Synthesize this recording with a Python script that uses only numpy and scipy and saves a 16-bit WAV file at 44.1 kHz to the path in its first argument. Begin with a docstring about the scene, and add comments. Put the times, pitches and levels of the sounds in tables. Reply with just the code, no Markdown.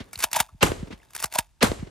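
"""A pump shotgun fires on an open gravel range, heard through a phone held just behind it.
The tail of an earlier shot dies, then twice the action is racked and a shot follows.
Each shot is banded noise: pre-echo, blast, ground scatter and far wash; earth banks return dull thumps.
The action is chatter and friction that excite resonances of steel parts and a hollow magazine.
Small ticks, bumps of hand and stock, a landing shell and steady open air lie beneath."""
import sys
import numpy as np
from scipy import signal
from scipy.fft import rfft, irfft
from scipy.io import wavfile

SR = 44100
rng = np.random.default_rng(int(sys.argv[2]) if len(sys.argv) > 2 else 0)


def dump(signal):
    """Clip the signal to [-1, 1] and save it as 16-bit WAV at the path in sys.argv[1]."""
    limited = np.clip(np.atleast_2d(signal).T, -1, 1)
    pcm = np.round(limited * 32767).astype(np.int16)
    wavfile.write(sys.argv[1], SR, pcm)


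def attenuation_scalar(level_db):
    """Turn a level in dB into a linear amplitude multiplier (20 dB per decade)."""
    decades = np.asarray(level_db, float) / 20
    return 10 ** decades


N = 83790

# Shots. Each row: time in seconds, relative level in dB, extra bass in dB.
SHOTS = [(-.294, 3., 0.), (.628, 0., 2.), (1.627, 0., -2.)]
# Stereo width of shots and echoes. Each row: frequency in Hz, side level minus mid level in dB.
SHOT_SIDE = [(60, -10), (150, -10), (380, -1), (1500, -1), (5980, -8.5), (15000, 12)]
# Spectrum of metal contact and rubbing. Each row: frequency in Hz, relative density in dB per Hz.
CRACK = [(590, -10.5), (1000, -0.5), (4990, -4), (9510, -5), (12300, -6.5), (14200, -26.5), (15600, -5),
         (16500, -26)]


def at_hz(points, hz, column=1):
    """Linear interpolation of a table column on a log-frequency axis."""
    p = np.array(points, float)
    return np.interp(np.log(hz + 1), np.log(p[:, 0] + 1), p[:, column])


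def butter(order, hz, kind, x):
    """Butterworth filtering: a maximally flat passband."""
    return signal.sosfilt(signal.butter(order, hz, kind, fs=SR, output="sos"), x)


def ring(x, hz, t60):
    """Damped resonance: a unit click sets off a sine of initial height 1 that falls 60 dB in t60 seconds."""
    r, w = attenuation_scalar(-60 / (t60 * SR)), 2 * np.pi * hz / SR
    # the tiny offset keeps the recursion away from vanishingly small numbers
    return signal.lfilter([0, np.sin(w)], [1, -2 * r * np.cos(w), r * r], x + 1e-18)


def colour(x, spectrum):
    """Spectral shaping with unit mean power gain: white noise of rms 1 keeps rms 1."""
    gain = attenuation_scalar(at_hz(spectrum, np.fft.rfftfreq(N, 1 / SR)))
    return irfft(rfft(x) * gain / np.sqrt(np.mean(gain ** 2)), N)


def clicks(s, db):
    """Impulsive excitation: single-sample clicks; those outside the scene are left out."""
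    out, i = np.zeros(N), (np.asarray(s) * SR).astype(int)
    inside = (i >= 0) & (i < N)
    np.add.at(out, i[inside], attenuation_scalar(np.asarray(db))[inside])
    return out


def dying(t, t60):
    """Exponential decay: silent before zero, then a fall of 60 dB in t60 seconds."""
    return (t >= 0) * attenuation_scalar(-60 * np.clip(t, 0, 9) / t60)


def burst(s, db, rise, t60):
    """Impact envelope: an exponential rise with time constant rise to a peak at s, then exponential decay."""
    t = np.arange(N) / SR - s
    growth = np.exp(np.clip(t / max(rise, 1e-4), -40, 0))
    return attenuation_scalar(db) * np.where(t < 0, growth, dying(t, np.clip(t60, .004, .1)))


def flutter(rate):
    """Random modulation: Gaussian noise through two equal low-pass poles at rate Hz, scaled to spread 1."""
    r = np.exp(-2 * np.pi * rate / SR)
    x = signal.lfilter([1], [1, -2 * r, r * r], rng.standard_normal(N))
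    return x / x.std()


def thump(s, db, hz):
    """Heavily damped resonance: a softened click rings for a few low cycles."""
    cycles = 3.38  # length of the 60 dB decay
    return ring(butter(2, 2 * hz, "low", clicks([s], [db])), hz, cycles / hz)


def ports(mid, side_table):
    """Phase difference between two close microphone ports: a quarter-cycle-shifted side signal."""
    side = irfft(1j * rfft(mid) * attenuation_scalar(at_hz(side_table, np.fft.rfftfreq(N, 1 / SR))), N)
    return np.array([mid + side, mid - side])


def spread(mid, side):
    """Mid/side stereo: the side signal enters the two channels with opposite signs."""
    return mid + side * [[1], [-1]]


def shots():
    """Frequency-dependent decay: half-octave noise bands of pre-echo, blast, ground scatter and far wash."""
    # Noise of a shot. Each row: frequency in Hz, then relative blast level in dB, ground scatter
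    # level in dB and its t60 in seconds, far wash level in dB and its t60 in seconds.
    shot_bands = [(61, -39.5, -56.5, 0.34, -42, 0.5), (160, -21.5, -46, .25, -51.5, 0.91),
                  (390, -23, -38, 0.3, -41.5, 0.67), (950, -25.5, -33, 0.27, -58, 1.11),
                  (2260, -21.5, -33, 0.19, -48, 0.66), (5900, -25.5, -34.5, 0.18, -48, 0.59),
                  (9840, -28.5, -31.5, 0.17, -36, 0.37), (14800, -32, -57, .1, -91, 0.42)]
    blast_hold_s, blast_t60_s = 0.0011, 0.029
    # pre-echo: noise smeared ahead of the blast, not part of the shot itself
    pre_echo_s, pre_echo_db, pre_echo_db_per_s, pre_echo_top_hz = 0.02, -5.5, 1001.5, 6000
    crackle_db, crackle_hz = 4, 89  # uneven ground makes the scatter flutter
    t, out = np.arange(N) / SR, 0
    edges = 35 * 2 ** np.arange(0, 9.3, .5)
    white = rng.standard_normal((2, 2, N))
    rough = [attenuation_scalar(crackle_db * flutter(crackle_hz)) for _ in range(3)]
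    for k, (low, high) in enumerate(zip(edges, edges[1:])):
        hz, power = np.sqrt(low * high), 0
        blast_db, near_db, near_t60, far_db, far_t60 = (
            at_hz(shot_bands, hz, column=c) for c in range(1, 6))
        for s, db, bass_db in SHOTS:
            u = t - s
            pre_echo = (u > -pre_echo_s) * attenuation_scalar(pre_echo_db + pre_echo_db_per_s * np.clip(u, -1, 0))
            pre_echo = pre_echo / (1 + (hz / pre_echo_top_hz) ** 4)
            fall = dying(np.maximum(u - blast_hold_s, 0), blast_t60_s)
            blast = attenuation_scalar(blast_db) * np.where(u < 0, pre_echo, fall)
            scatter = attenuation_scalar(near_db) * rough[k % len(rough)] * dying(u, near_t60)
            wash = attenuation_scalar(far_db) * dying(u, far_t60)
            gain_db = db + bass_db / (1 + (hz / 200) ** 2)
            power = power + attenuation_scalar(2 * gain_db) * (blast ** 2 + scatter ** 2 + wash ** 2)
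        noise = white[k % 2] * np.sqrt(power * SR / (high - low))  # even out the bandwidth
        mid, side = butter(3, [low, min(high, .45 * SR)], "band", noise)
        out = out + spread(mid, attenuation_scalar(at_hz(SHOT_SIDE, hz)) * side)
    return out


def echoes():
    """Delayed reflection: thumps and dull hiss of the blast itself, then of each bank of earth."""
    # Returns. Each row: delay in seconds, relative thump level in dB, thump frequency in Hz,
    # relative hiss level in dB, time for the hiss to reach its peak in seconds.
    echo_table = [(.001, -11.5, 550, -40.5, 0.0046), (-.003, -9.5, 147.3, -40.5, 0.004),
                  (.059, -15, 85, -43, 0.015), (0.089, -8.5, 420, -29.5, 0.0013),
                  (0.161, -23.5, 80, -49, 0.0068), (.198, -15.5, 184, -53, 0.003),
                  (.243, -30.5, 356, -50, .004), (0.276, -25, 330, -44, 0.012),
                  (0.296, -26, 210, -47, 0.0055)]
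    t, low, puff = np.arange(N) / SR, np.zeros(N), np.zeros(N)
    for s, db, bass_db in SHOTS:
        for delay, thump_db, hz, hiss_db, length in echo_table:
            early_bass_db = bass_db * np.exp(-delay / 0.021)
            low += thump(s + delay, db + thump_db + early_bass_db, hz)
            if delay > .22:  # far banks answer in broken pieces
                low -= thump(s + delay + rng.uniform(0.0015, 0.00924), db + thump_db - 0.5, hz)
            u = np.clip((t - s - delay) / length, 0, 30)
            puff += attenuation_scalar(db + hiss_db) * u * np.exp(1 - u)
    hiss = butter(2, [300, 3320], "band", puff * rng.standard_normal((2, N)))
    return ports(low, SHOT_SIDE) + spread(2 * hiss[0], hiss[1])


def body(steel_force, magazine_force):
    """Modal resonance: two forces ring the steel parts and the hollow magazine, with the bass cut."""
    # Modes of the steel parts. 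Each row: frequency in Hz, relative level in dB, t60 in seconds.
    steel_modes = [(1720, -6., .012), (2700, -4., .012), (3700, -3., .015), (5200, -5., .015),
                   (6900, -4., .015)]
    # Modes of the hollow magazine. Each row: frequency in Hz, relative level in dB, t60 in seconds.
    magazine_modes = [(630, -9., .03), (760, -5., .02), (870, -2., .025), (960, -3., .025)]
    rings = sum(attenuation_scalar(db) * ring(steel_force, hz, t60) for hz, db, t60 in steel_modes)
    for k, (hz, db, t60) in enumerate(magazine_modes):
        rings = rings + (-1) ** k * attenuation_scalar(db) * ring(magazine_force, hz, t60)  # alternating polarity
    return butter(4, 540, "high", rings)


def contacts():
    """Impact excitation: chatter bursts crack and ring the body; slams add a knock and a low push."""
    # Light contacts in the action. Each row: start in seconds, relative peak in dB, t60 in seconds.
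    contact_table = [(0.042, -27, 0.0045), (0.1307, -23.5, 0.061), (0.1552, -17.5, 0.021),
                     (0.176, -24, 0.021), (0.189, -19.5, 0.082), (0.2032, -16.5, 0.06),
                     (0.2252, -5.5, 0.0063), (0.252, -16, 0.0073), (0.314, -24, 0.033),
                     (0.3302, -4.5, 0.026), (0.3421, -9, 0.024), (.977, -36, .012), (1.106, -35.5, 0.019),
                     (1.1335, -28, 0.021), (1.1493, -19, 0.042), (1.1629, -13, 0.018), (1.178, -23, 0.01),
                     (1.1869, -20, 0.027), (1.2005, -21.5, 0.047), (1.2253, -13, 0.018),
                     (1.2558, -20, 0.037), (1.3104, -36, 0.011), (1.3242, -13, 0.02), (1.338, -16, 0.017)]
    # The bolt hits its stops. Each row: peak time in seconds, relative peak in dB, rise time constant
    # in seconds, t60 in seconds, relative magazine ring in dB, relative push in dB.
    slam_table = [(0.24, 3.5, 0.0017, 0.029, -12.5, -55), (0.363, -2, 0.0034, 0.043, 0, -55),
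                  (.402, 4, 0.00043, 0.037, -6, -3), (1.242, -1.5, 0.0032, 0.022, -11.5, -2),
                  (1.3567, -9.5, 0.0052, 0.022, 6, -60), (1.3867, 3.5, 0.00031, 0.032, -6, 1.5)]
    contact_rise_s, max_lean = 0.00062, 1
    crack_db, modes_db, ring_all_db, light_ring_db = -17, -49.5, -37, -23
    knock_db, push_all_db, push_hz = -12, -9.5, 122
    noise = rng.standard_normal((3, N))
    crack = colour(noise[0], CRACK)
    upper_middle = butter(2, [2200, 5000], "band", crack)
    level, lean = np.zeros(N), np.zeros(N)
    # each light contact leans by chance to or from the upper middle
    for (s, db, t60), tilt in zip(contact_table, rng.uniform(-max_lean, max_lean, len(contact_table))):
        shape = burst(s + contact_rise_s, db, contact_rise_s / 2, t60)
        level, lean = level + shape, lean + tilt * shape
    hollow, push, knock = attenuation_scalar(light_ring_db) * level, 0, 0
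    for s, db, rise, t60, ring_db, push_db in slam_table:
        shape = burst(s, db, rise, t60)
        level, hollow = level + shape, hollow + attenuation_scalar(ring_db) * shape
        knock = knock + clicks([s], [db + ring_db + knock_db])
        push = push + ring(clicks([s], [db + push_db + push_all_db]), push_hz, 0.5 / push_hz)
    direct = attenuation_scalar(crack_db) * (level * crack + lean * (2 * upper_middle - crack))
    steel_force = attenuation_scalar(modes_db) * level * noise[1]
    magazine_force = attenuation_scalar(ring_all_db) * hollow * noise[2] + knock
    return direct + push + body(steel_force, magazine_force)


def strokes():
    """Stick-slip friction: dense clumped slips of the sliding fore-end, heard direct and through the body."""
    # Fore-end slides, joined by straight lines. Each row: time in seconds, rubbing level in dB,
    # relative magazine ring in dB.
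    stroke_table = [(.12, -70.5, -22), (.185, -53, 14), (0.237, -34.5, -4.5), (0.27, -56.5, 22.5),
                    (0.312, -65.5, 18), (0.345, -38.5, 17), (0.4, -34.5, 12), (0.444, -58, 12.5),
                    (0.529, -75, 18), (1.1, -69.5, 9.5), (1.2, -46, 2.5), (1.238, -53, 26.5),
                    (1.297, -65, 15), (1.345, -43, 18), (1.386, -35, 13.5), (1.422, -57, 14),
                    (1.5, -79.5, 13)]
    slips_per_s, slip_spread_db, clump_db, clump_hz = 1900, 2.5, 3, 140
    s, db, ring_db = np.transpose(stroke_table)
    db, ring_db = (np.interp(np.arange(N) / SR, s, c) for c in (db, ring_db))
    happens = rng.random(N) < slips_per_s / SR
    slips = happens * attenuation_scalar(slip_spread_db * rng.exponential(1, N)) * rng.choice([-1, 1], N)
    slips = slips / slips.std() * attenuation_scalar(db + clump_db * flutter(clump_hz))
    return colour(slips, CRACK) + body(attenuation_scalar(-24) * slips, attenuation_scalar(ring_db - 28) * slips)


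def pings():
    """Single-mode resonance: each touch of a small part rings one pitch."""
    # Ticks. Each row: time in seconds, relative level in dB, frequency in Hz.
    ping_table = [(0.133, -36, 2270), (0.1574, -23.5, 4190), (0.207, -40, 2840), (0.3296, -29, 2680),
                  (1.001, -49.5, 2110), (1.019, -50, 2700), (1.03, -47.5, 1710), (1.086, -57, 3850),
                  (1.15, -44, 2340)]
    cycles = 38  # length of the 60 dB decay
    return sum(ring(clicks([s], [db]), hz, cycles / hz) for s, db, hz in ping_table)


def bumps():
    """Heavily damped resonance: hand and stock bump softly."""
    # Bumps. Each row: time in seconds, relative level in dB, frequency in Hz.
    bump_table = [(0.164, -30.5, 86), (0.52, -33, 70.5), (0.544, -33, 138)]
    return sum(thump(*row) for row in bump_table)


def shell():
    """Cavity resonance: the spent shell lands and a short noise scuff rings its hollow hull."""
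    scuff = burst(.49, -66, rise=0.00117, t60=0.057) * rng.standard_normal(N)
    return ring(scuff, hz=1200, t60=.035)


def open_air():
    """Stationary noise: two independent coloured noises form the mid and a weaker side."""
    # Spectrum of the air. Each row: frequency in Hz, relative density in dB per Hz.
    air_spectrum = [(18, -31.5), (30, 13), (71, 0.5), (472, -27.5), (8250, -31), (11000, -42),
                    (15000, -52.5)]
    mid, side = (attenuation_scalar(-60.5) * colour(n, air_spectrum) for n in rng.standard_normal((2, N)))
    return spread(mid, attenuation_scalar(-5) * side)


def scene():
    """Superposition: the sounds of gun, range and open air add."""
    # Stereo width of the action. Each row: frequency in Hz, side level minus mid level in dB.
    action_side = [(60, -23.5), (180, -22.5), (550, -2.5), (1650, -12.5), (4970, -12), (15000, 11)]
    action = contacts() + strokes() + pings() + bumps() + shell()
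    return shots() + echoes() + ports(action, action_side) + open_air()


def low_pass(x):
    """Removes everything above the highest recorded frequency."""
    return signal.sosfilt(signal.butter(12, 17140, fs=SR, output="sos"), x)


def record(dry):
    """Band limiting and phase dispersion: a steep low cut, all-pass stages that delay bass, a top cut."""
    smear_hz, stages = 154.4, 4
    x = butter(6, 43.5, "high", dry)
    a = np.exp(-2 * np.pi * smear_hz / SR)
    for _ in range(stages):
        x = signal.lfilter([-a, 1], [1, -a], x)
    mix = signal.sosfilt(signal.cheby2(10, 60, 16580, fs=SR, output="sos"), x)
    return low_pass(mix)


dry = scene()
out = record(dry)
dump(out)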